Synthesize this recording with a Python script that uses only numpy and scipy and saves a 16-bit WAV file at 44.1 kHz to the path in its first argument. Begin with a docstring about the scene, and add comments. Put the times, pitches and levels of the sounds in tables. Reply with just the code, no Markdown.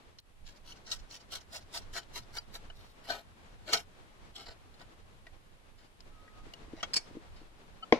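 """Winding in a thread insert

Outdoors, a stereo microphone close to a small engine. A cranked hand tool winds a coiled insert into a
bolt hole: each push rasps the coil along the thread, ringing the steel tool and the engine casing, and
the coil ticks as it slips. Hands bump softly, the casing clanks once, the tool clinks on its way out,
and a brief squeak leads to one hollow knock. Behind lie quiet air, hiss and, briefly, a thin tone."""
import sys
import numpy as np
from scipy import signal
from scipy.fft import rfft, irfft, next_fast_len
from scipy.io import wavfile

SR = 44100
rng = np.random.default_rng(int(sys.argv[2]) if len(sys.argv) > 2 else 0)


def transcribe(signal):
    """Save signal, clipped to [-1, 1], as a 16-bit WAV file at the path in sys.argv[1]."""
    frames = np.atleast_2d(signal).T
    limited = np.clip(frames, -1, 1)
    pcm = np.round(limited * 32767).astype(np.int16)
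    wavfile.write(sys.argv[1], SR, pcm)


N = 352535
TIME = np.arange(N) / SR
AGE = np.arange(SR // 4) / SR  # seconds into one short sound
PORTS_AGREE_HZ = 1460  # below this, the engine sounds much alike at both microphone ports
LEAD_S = .05  # room for a push to fade in

# Levels in the tables are relative; each source sets its own overall gain.
# Spectra of the open air, the microphone's hiss, wind on its ports and the echo from nearby.
# Each row: frequency in Hz, noise density in dB.
AIR_SPECTRUM = [(70, -38), (130, -3), (230, -4.5), (400, -5.5), (700, -8), (1100, -9), (1550, -12),
                (2400, -15.5), (4100, -19), (4800, -22.5), (8000, -29), (12500, -48), (14000, -70)]
HISS_SPECTRUM = [(200, 8.5), (3000, 3.5), (6000, -5.5), (9000, -4), (12300, -5.5), (13500, -49),
                 (15500, -47)]
WIND_SPECTRUM = [(8.8, -26), (15, 5.5), (59, -9.5), (81, -7), (130, -16.5), (152, -26.5), (220, -20.5),
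                 (290, -55.5), (480, -120)]
ECHO_SPECTRUM = [(100, -2), (600, 6), (2000, 0), (5000, -8), (9000, 5.5), (16000, -45)]
# Course of the open air, the wind, and a brief dip in the background. Each row: seconds, level in dB.
AIR_LEVELS = [(0.0, -64), (0.22, -72), (0.79, -65.5), (2.07, -64), (2.38, -65), (2.68, -64), (2.84, -65.5),
              (3.83, -64), (5.3, -66), (5.5, -70), (6.05, -67.5), (6.29, -63), (6.97, -60), (7.52, -65),
              (7.77, -65), (7.9, -61)]
WIND_LEVELS = [(0.0, -67.5), (2.16, -62), (2.99, -65.5), (3.69, -63), (3.96, -66.5), (4.31, -63),
               (6.01, -70.5), (6.67, -61.5), (7.9, -67.5)]
BACKGROUND_DIP = [(.2, 0), (.207, -9), (.26, -1.5), (.4, 1)]
# Likeness of diffuse sound at the two ports. Each row: frequency in Hz, correlation.
DIFFUSE_LIKENESS = [(60, 0.33), (130, 0.77), (290, 0.27), (640, 0.28), (1410, -0.3), (3100, 0.012),
                    (6820, -0.058), (15000, 0.07)]
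# Where the engine sits in the stereo picture. Each row: frequency in Hz, left minus right in dB.
PORT_BALANCE = [(100, 5), (300, 4), (1500, 4), (2250, 4), (2900, 4), (4200, 4), (5200, -0.5), (6000, -21),
                (7500, -4.5), (10000, -2), (15000, -6)]
# Sharp metal ticks as the coil slips and, in the last row, one blunt clank on the casing.
# Each row: start in seconds, peak in dB, ring in Hz, ring level in dB, casing share in dB,
# build-up in seconds, grinding decay in seconds.
TICKS_AND_CLANK = [(0.185, -41, 4320, -3, -20, 0.00091, 0.0033), (.718, -42.5, 2990, 11, -26, .001, 0.0036),
                   (0.913, -22.5, 3930, -1, -25, 0.0035, 0.0067),
                   (1.108, -41, 4300, 1, -22, 0.0024, 0.0028), (1.771, -32, 4400, -4, -14, .002, .005),
                   (1.962, -30.5, 1500, -6, 6, .002, .008), (2.382, -29.5, 4770, 13, -28, 0.0023, 0.0019),
                   (2.552, -34.5, 3920, 6, 0, 0.0012, 0.0016), (2.699, -40, 2970, 2.5, 6, 0.00074, 0.003),
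                   (3.094, -29, 1527, 16, -1, 0.0034, 0.017), (3.099, -32, 4350, 7, -24, 0.0021, 0.017),
                   (3.729, -12, 4380, -.5, -4.5, 0.0044, 0.0033),
                   (3.771, -26.5, 3040, -7, -11, 0.0013, .003),
                   (4.359, -35.5, 3370, 2, -12, 0.0015, 0.0033), (4.463, -45, 4260, -3, 2, 0.0016, .004),
                   (4.74, -53, 4400, 0, -14, 0.00089, .003), (4.814, -47, 4450, -8.5, -17, 0.00087, .003),
                   (5.266, -42, 1930, 3, 0, 0.0012, 0.0029), (6.004, -42, 3180, -8, -12, 0.0006, 0.0019),
                   (6.276, -49, 1920, 2, 12, 0.00085, 0.0055), (6.536, -36.5, 2910, 3, -4, 0.00062, 0.0012),
                   (6.804, -43, 2960, 11, -9, .001, 0.0033), (6.8282, -22, 3260, -2.5, 6, 0.00027, 0.0073)]
# Resonances of tool and coil, and of the casing. Each row: frequency in Hz, nominal width in Hz,
# level in dB.
STEEL_RESONANCES = [(3030, 42, -5), (3197, 33, 5.5), (3745, 58, 0.5), (3760, 110, -3), (4220, 170, 5.5),
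                    (4900, 40, 2), (5420, 90, 0), (5840, 100, -7.5), (6510, 86, -9), (6950, 74, -4),
                    (7590, 82, -3.5), (9630, 120, -25), (9940, 57, -21), (11400, 90, -31),
                    (12100, 160, -22)]
CASING_RESONANCES = [(353, 90, -15), (682, 82, 1), (825, 50, -3), (966, 67, -4.5), (1333, 41, -3.5),
                     (1502, 41, -0.5), (1652, 78, -8.5), (1896, 70, -2), (2194, 135, -3.5), (2404, 36, -5)]
# The steel's high zing, strong when it turns freely, choked as it binds. Each row: seconds, gain in dB.
ZING_LEVELS = [(.5, 2.5), (.92, 9), (1.4, 6.5), (2.15, 2.5), (2.55, -3.5), (3.1, -0.5), (3.75, 2),
               (4.4, -13), (5.8, -8), (6, 7), (6.83, 5), (7.4, -6)]
# Crowds of weak modes between each object's strong ones. Each row: frequency in Hz, density in dB.
STEEL_WEAK_MODES = [(1350, -45), (2300, -16), (2680, -10), (3000, 3), (3440, -9), (3880, 0), (5480, -4),
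                    (6080, -17.5), (7730, -15.5), (8590, -20.5), (12300, -19), (13400, -36), (15700, -40)]
CASING_WEAK_MODES = [(88, -52), (150, -20), (372, -3.5), (541, -3.5), (680, -15), (1200, -5), (1470, 4),
                     (1750, -5), (2170, -64), (2700, -1.5), (3510, -32), (5940, -120)]
TIP_WEAK_MODES = [(120, -51), (200, -21), (643, -12.5), (910, -18), (1920, -13.5), (2070, -23), (2310, -7),
                  (3920, -18), (4210, -6.5), (5250, -1.5), (6300, -21.5), (8130, -17), (11100, -25.5),
                  (15700, -56)]
HOLLOW_WEAK_MODES = [(25, -32), (60, -19), (150, -7), (270, -25), (550, 4.5), (1100, -7), (1450, -16),
                     (2250, -9), (2800, -18), (5000, -19), (9000, -34)]
# Pushes of the crank. Each row: start and length in seconds, then steel level, casing level,
# swell over the push, deep groan and fine grit, all in dB.
CRANK_PUSHES = [ (0.467, 0.057, -59.5, -66, -9, -4, 0.5), (.662, 0.062, -58.5, -63.5, 1, -3, 4),
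                (0.869, 0.05, -56, -56, -1, -1, -2), (0.919, .032, -46, -50.5, -14, -6, 5),
                (1.109, 0.056, -56, -58.5, 2.5, -4, 9), (1.322, 0.047, -46, -50.5, 0, 0.5, 7),
                (1.53, .044, -48.5, -48.5, 1, 0, 8), (1.738, .042, -45.5, -47.5, 2, 1, 7),
                (1.937, .046, -45.5, -46, 13, -3, 8), (2.146, .038, -45, -48, 5, -4, 9),
                (2.342, .034, -48, -45, 7.5, -6, 6), (2.54, .026, -50.5, -51.5, 1, -5, 8),
                (2.755, .16, -67, -78, -2, -3, 7), (3.038, 0.059, -58, -56, 5, -2, 4.5),
                (3.1, .112, -52.5, -48, -27, 3.5, 4), (3.672, .033, -49, -45.5, 4, 3.5, 4.5),
                (3.733, .082, -43.5, -43.5, -30, 0, 2.5), (4.357, .076, -51, -56, -2, 1, -5),
                (4.465, .06, -54.5, -55.5, -5, 2.5, -8), (4.798, 0.024, -61.5, -56, 2, 3, -3),
                (5.786, 0.073, -66, -67.5, -3.5, 2, -5), (6.766, 0.049, -65.5, -57.5, -1, 2.5, -7),
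                (7.365, .055, -66, -67, -6, 1, -6.5)]
# A faint background tone. Each row: time in seconds, pitch in Hz, level in dB.
THIN_TONE_PATH = [(6.12, 1272, -74), (6.13, 1288, -70), (6.44, 1242, -68.5), (6.45, 1302, -71)]
# Contacts of the hands, the tool tip and the hollow body. Each row: start in seconds, peak in dB.
HAND_BUMPS = [(6.466, -48), (6.618, -53), (6.678, -49), (6.732, -35), (7.108, -46), (7.15, -41.5),
              (7.167, -33.5), (7.413, -47.5)]
TIP_STRIKES = [(6.9349, -24.5), (6.94, -19.5), (6.9584, -26), (6.9636, -18.5), (6.968, -19),
               (6.9747, -23.5)]
HOLLOW_KNOCKS = [(7.9237, -1)]
# Modes those contacts ring. Each row: frequency in Hz, level in dB, seconds to fall 60 dB.
THUD_MODES = [(258, 2.5, 0.029), (327, 1, 0.062), (465, -2.5, 0.034), (650, -15, .04)]
TIP_MODES = [(2250, -18.5, 0.097), (3440, -22, .05), (4496, -7, 0.051), (4400, -4, 0.042), (4960, 2, 0.029),
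             (5270, -5, 0.021), (5750, -16, 0.028), (7030, -12, 0.036), (7930, -13, 0.039)]
HOLLOW_MODES = [(243, -2, 0.08), (316, 2, 0.063), (471, 7, 0.05), (613, -0.5, 0.065), (737, 2, 0.03),
                (1067, 1, 0.028), (1640, -18, 0.035), (2080, 1, 0.02), (2198, 3, 0.027),
                (3240, -5.5, 0.024), (4600, -11, 0.025), (5320, -9.5, 0.015)]
# A squeaking rub. Each row: start in seconds, length in seconds, peak in dB.
SQUEAK_RUBS = [(7.822, 0.027, -31)]
# Its partials. Each row: frequency in Hz, level in dB.
SQUEAK_PARTIALS = [(1310, -1), (2990, -1), (4480, -15), (753, -13)]


def from_db(db):
    """Decibels to gain."""
    return 10 ** (np.asarray(db) / 20)


def rms_one(x):
    """Scale to unit rms."""
    return x / np.sqrt(np.mean(x ** 2) + 1e-20)


def unit_energy(h):
    """Scale a stereo response so that it passes noise at the same level."""
    return h / np.sqrt(np.sum(h ** 2) / 2)


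def at_peak(sound, db):
    """Scale a sound to a peak level."""
    return from_db(db) * sound / np.abs(sound).max()


def at_hz(points, hz):
    """Read a table on a log-frequency axis."""
    f, value = np.transpose(points)
    return np.interp(np.log(np.maximum(hz, 1)), np.log(f), value)


def gain_curve(rows):
    """Gain over time from rows of seconds and dB."""
    return from_db(np.interp(TIME, *np.transpose(rows)))


def decay(t60, age=AGE):
    """A fall of 60 dB every t60 seconds."""
    return np.exp(-np.log(1000) * age / t60)


def drift(rate, time=TIME):
    """A random wander of unit rms, with `rate` turning points a second."""
    knots = rng.standard_normal(int(time[-1] * rate) + 2)
    return rms_one(np.interp(time * rate, np.arange(len(knots)), knots))


def tinted(x, colour):
    """Reshape a spectrum by rows of Hz and dB."""
    return irfft(rfft(x) * from_db(at_hz(colour, np.fft.rfftfreq(len(x), 1 / SR))), len(x))


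def through(x, response):
    """Play a signal through a stereo response."""
    return signal.fftconvolve(np.atleast_2d(x), response, axes=1)[:, :N]


def add(out, start, sound):
    """Place a sound at a time in seconds."""
    i = round(start * SR)
    out[:, i:i + sound.shape[1]] += sound[:, :N - i]


def ports(hz):
    """Gain of the left and right microphone port for sound from the engine."""
    return from_db(np.outer([1, -1], at_hz(PORT_BALANCE, hz)) / 2)


def noise(spectrum, size=len(AGE), diffuse=False):
    """Coloured stereo noise, from the engine or from all around; most alike in the bass."""
    hz = np.fft.rfftfreq(size, 1 / SR)
    mid, side = rfft(rng.standard_normal((2, size)))
    alike = at_hz(DIFFUSE_LIKENESS, hz) if diffuse else 1 / (1 + (hz / PORTS_AGREE_HZ) ** 2)
    pair = np.sqrt(1 + alike) * mid + np.sqrt(1 - alike) * side * [[1], [-1]]
    balance = 1 if diffuse else ports(hz)
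    return rms_one(irfft(pair * from_db(at_hz(spectrum, hz)) * balance, size))


def ringing(modes, scatter=0.8, right_lag_s=.0001):
    """Decaying sines; they reach the right port later, the high ones with a phase of their own."""
    out = np.zeros((2, len(AGE)))
    age = np.maximum(AGE - np.array([[0], [right_lag_s]]), 0)
    for k, (hz, db, t60) in enumerate(modes):
        phase = rng.normal(0, scatter, (2, 1)) * min(hz / PORTS_AGREE_HZ, 1)
        wave = (-1) ** k * np.sin(2 * np.pi * hz * age + phase) * (age > 0)
        out += ports([hz]) * from_db(db) * decay(t60, age) * wave
    return unit_energy(out)


def as_modes(resonances, stretch, vary_db=0):
    """A wide resonance is a strong, short ring; stretch lengthens it, vary_db scatters its strength."""
    return [(hz, db + 20 * np.log10(width) + rng.normal(0, vary_db),
             stretch * np.log(1000) / (np.pi * width)) for hz, width, db in resonances]


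def body(modes, crowd, crowd_db, crowd_t60):
    """An object's answer to one impulse: strong modes over a crowd of weak ones."""
    weak = noise(crowd) * decay(crowd_t60)
    return unit_energy(ringing(modes) + from_db(crowd_db) * unit_energy(weak))


def air(air_db=3.0, hiss_db=-69.8, wind_db=6.8, waver_db=2.0, gust_db=3.0):
    """Open air a little to the left, microphone hiss, and light wind on the ports, more on the right."""
    wash, hiss, wind = (noise(spectrum, next_fast_len(N), diffuse=True)[:, :N]
                        for spectrum in (AIR_SPECTRUM, HISS_SPECTRUM, WIND_SPECTRUM))
    wash *= gain_curve(AIR_LEVELS) * from_db(air_db + waver_db * drift(26))
    wind *= gain_curve(WIND_LEVELS) * from_db(wind_db + gust_db * drift(14))
    return wash * from_db([[1.37], [-1.37]]) + from_db(hiss_db) * hiss + wind * from_db([[-2], [2]])


def steel(start, zing_hz=5900, zing_width_hz=1400):
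    """Tool and coil, damped by the fingers, with as much zing as they have at this moment."""
    modes = as_modes(STEEL_RESONANCES, stretch=0.7)
    response = body(modes, STEEL_WEAK_MODES, crowd_db=3.5, crowd_t60=0.026)
    zing = signal.lfilter(*signal.iirpeak(zing_hz, zing_hz / zing_width_hz, fs=SR), response)
    zing_db = np.interp(start, *np.transpose(ZING_LEVELS))
    return response + (from_db(zing_db) - 1) * zing


def casing():
    """The engine casing; each new point of contact favours different modes."""
    modes = as_modes(CASING_RESONANCES, stretch=1.63, vary_db=2.0)
    return body(modes, CASING_WEAK_MODES, crowd_db=-2.0, crowd_t60=0.043)


def groan_and_grit(force, groan_db, grit_db):
    """Bass and treble of a force: a binding coil groans coarsely, a free one hisses finely."""
    groan = tinted(force, [(760, 1), (1250, -24.5)])
    grit = tinted(force, [(5000, -37), (9000, -0.5)])
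    return force + groan * (from_db(groan_db) - 1) + grit * (from_db(grit_db) - 1)


def ticks_and_clank(gain_db=1.5, ring_t60=.028):
    """Sharp metal ticks as the coil slips, and one blunt clank on the casing: each grinds and rings."""
    out = np.zeros((2, N))
    for start, db, hz, ring_db, casing_db, build_s, grind_s in TICKS_AND_CLANK:
        burst = np.minimum(AGE / build_s, 1) ** 2 * np.exp(-np.maximum(AGE - build_s, 0) / grind_s)
        # a harder contact is brighter; one that mostly thumps the casing is blunt
        grit_db = .2 * (db + 25) - 1.4 * max(casing_db, 0)
        force = burst * groan_and_grit(rng.standard_normal(len(AGE)), groan_db=0, grit_db=grit_db)
        grinding = through(force, steel(start) + from_db(casing_db) * casing())
        # the burst also drives one ring of the metal at its own pitch
        singing = through(burst * np.sin(2 * np.pi * hz * AGE), ringing([(hz, 0, ring_t60)]))
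        contact = unit_energy(grinding) + from_db(ring_db) * unit_energy(singing)
        add(out, start, at_peak(contact, db + gain_db))
    return out


def dry_click(start=.2015, peak_db=-41):
    """A faint one-sample click as the background dips."""
    out = np.zeros((2, N))
    add(out, start, np.full((2, 1), from_db(peak_db)))
    return out


def scrape(start, length, steel_db, casing_db, swell_db, groan_db, grit_db,
           slips_per_s=5000, spread_db=3.3, judder_db=2.2, grip_db_per_s=1002, let_go_db_per_s=902):
    """Thousands of tiny slips a second, coil against thread, shake both the steel and the casing."""
    size = len(AGE)
    slip_db = spread_db * np.minimum(rng.exponential(1, size), 4) + judder_db * drift(219.7, AGE)
    kicks = from_db(slip_db) * rng.choice([-1, 1], size)
    slips = rms_one(kicks * (rng.random(size) < slips_per_s / SR))
    age = AGE - LEAD_S
    progress = np.clip(age / length, 0, 1)
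    edges_db = grip_db_per_s * np.minimum(age, 0) - let_go_db_per_s * np.maximum(age - length, 0)
    ramp_db = swell_db * (progress - .5)
    # the fine grit follows the swell less than the rest does
    force = groan_and_grit(slips, groan_db, grit_db - .35 * ramp_db) * from_db(edges_db + ramp_db)
    # pressure is greatest in mid-push, and the casing feels it most
    arch_db = np.sin(np.pi * progress) - 1
    steel_ring = through(force * from_db(steel_db + arch_db), steel(start))
    casing_ring = through(force * from_db(casing_db + 4.5 * arch_db), casing())
    return steel_ring + casing_ring


def crank_rasp(gain_db=1.8, free_until_s=2.45, settle_delay_s=.039):
    """Each push scrapes the coil along; while the crank spins freely, the tool settles after each."""
    out = np.zeros((2, N))
    for start, length, *levels in CRANK_PUSHES:
        add(out, start - LEAD_S, scrape(start, length, *levels))
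        if start < free_until_s:
            settling = scrape(start, length=0.011, steel_db=-63, casing_db=-64,
                              swell_db=-0.5, groan_db=-4, grit_db=-1)
            add(out, start + length + settle_delay_s - LEAD_S, settling)
    return from_db(gain_db) * out


def thin_tone(gain_db=1.5, waver_hz=12, flutter_db=3.0, fade_s=.015):
    """A faint background tone that wavers in pitch and level."""
    times, hz, db = np.transpose(THIN_TONE_PATH)
    pitch = np.interp(TIME, times, hz) + waver_hz * drift(60)
    fade_in = np.clip((TIME - times[0]) / fade_s + 1, 0, 1)
    fade_out = np.clip((times[-1] - TIME) / fade_s + 1, 0, 1)
    level = from_db(np.interp(TIME, times, db) + gain_db + flutter_db * drift(25))
    return fade_in * fade_out * level * np.sqrt(2) * np.sin(2 * np.pi * np.cumsum(pitch) / SR)


def hand_bumps(soft_hz=600, gain_db=2.5):
    """Flesh makes a slow contact, so only low modes answer."""
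    out = np.zeros((2, N))
    lowpass = signal.butter(2, soft_hz, fs=SR, output="sos")
    for start, db in HAND_BUMPS:
        thud = signal.sosfilt(lowpass, ringing(THUD_MODES, scatter=0.41))
        add(out, start, at_peak(thud, db + gain_db))
    return out


def tool_clinks(grind_s=0.0045, grind_db=-4.5, gain_db=3.0, shimmer_db=-22.0, shimmer_t60=0.34):
    """The freed tool chatters on the rim of the hole: each time a tap, a short scrape and a shimmer."""
    out = np.zeros((2, N))
    for start, db in TIP_STRIKES:
        force = rng.standard_normal(len(AGE)) * np.exp(-AGE / grind_s)
        force *= from_db(grind_db) / np.linalg.norm(force)
        force[0] += 1  # the tap
        shimmer = from_db(shimmer_db) * unit_energy(noise(TIP_WEAK_MODES) * decay(shimmer_t60))
        tip = body(TIP_MODES, TIP_WEAK_MODES, crowd_db=-2.0, crowd_t60=0.043)
        add(out, start, at_peak(through(force, tip + shimmer), db + gain_db))
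    return out


def squeak(t60=.4):
    """A rub that sticks and sings for an instant."""
    out = np.zeros((2, N))
    for start, length, db in SQUEAK_RUBS:
        swell = np.sin(np.pi * np.minimum(AGE / length, 1)) ** 2
        tone = ringing([(hz, partial_db, t60) for hz, partial_db in SQUEAK_PARTIALS])
        add(out, start, at_peak(swell * tone, db))
    return out


def hollow_knock(soft_hz=5500, tail_db=-15.5, tail_t60=0.23):
    """A hard knock on a hollow, well damped body, with a dull tail."""
    out = np.zeros((2, N))
    lowpass = signal.butter(4, soft_hz, fs=SR, output="sos")
    for start, db in HOLLOW_KNOCKS:
        tail = from_db(tail_db) * unit_energy(noise(HOLLOW_WEAK_MODES) * decay(tail_t60))
        hit = body(HOLLOW_MODES, HOLLOW_WEAK_MODES, crowd_db=-11.0, crowd_t60=0.05)
        add(out, start, at_peak(signal.sosfilt(lowpass, hit + tail), db))
    return out


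def surroundings(near, wet_db=-26.0, t60=0.13, build_s=0.0044):
    """A faint, short scatter from the ground and things nearby."""
    tail = noise(ECHO_SPECTRUM, diffuse=True) * decay(t60) * (1 - np.exp(-AGE / build_s))
    return from_db(wet_db) * through(near, unit_energy(tail))


def scene():
    """Tool, casing and hands close to the microphone, with open air behind."""
    near = crank_rasp() + ticks_and_clank() + tool_clinks() + hand_bumps() + hollow_knock() + squeak()
    background = air() * gain_curve(BACKGROUND_DIP) + dry_click() + thin_tone()
    return near + surroundings(near) + background


def record(dry):
    """The recorder rounds the loudest peaks and cuts the top of the band."""
    ceiling, cutoff_hz = 0.7, 15700
    rounded = ceiling * np.tanh(dry / ceiling)
    return signal.sosfilt(signal.ellip(10, .1, 80, cutoff_hz, fs=SR, output="sos"), rounded)


dry = scene()
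out = record(dry)
transcribe(out)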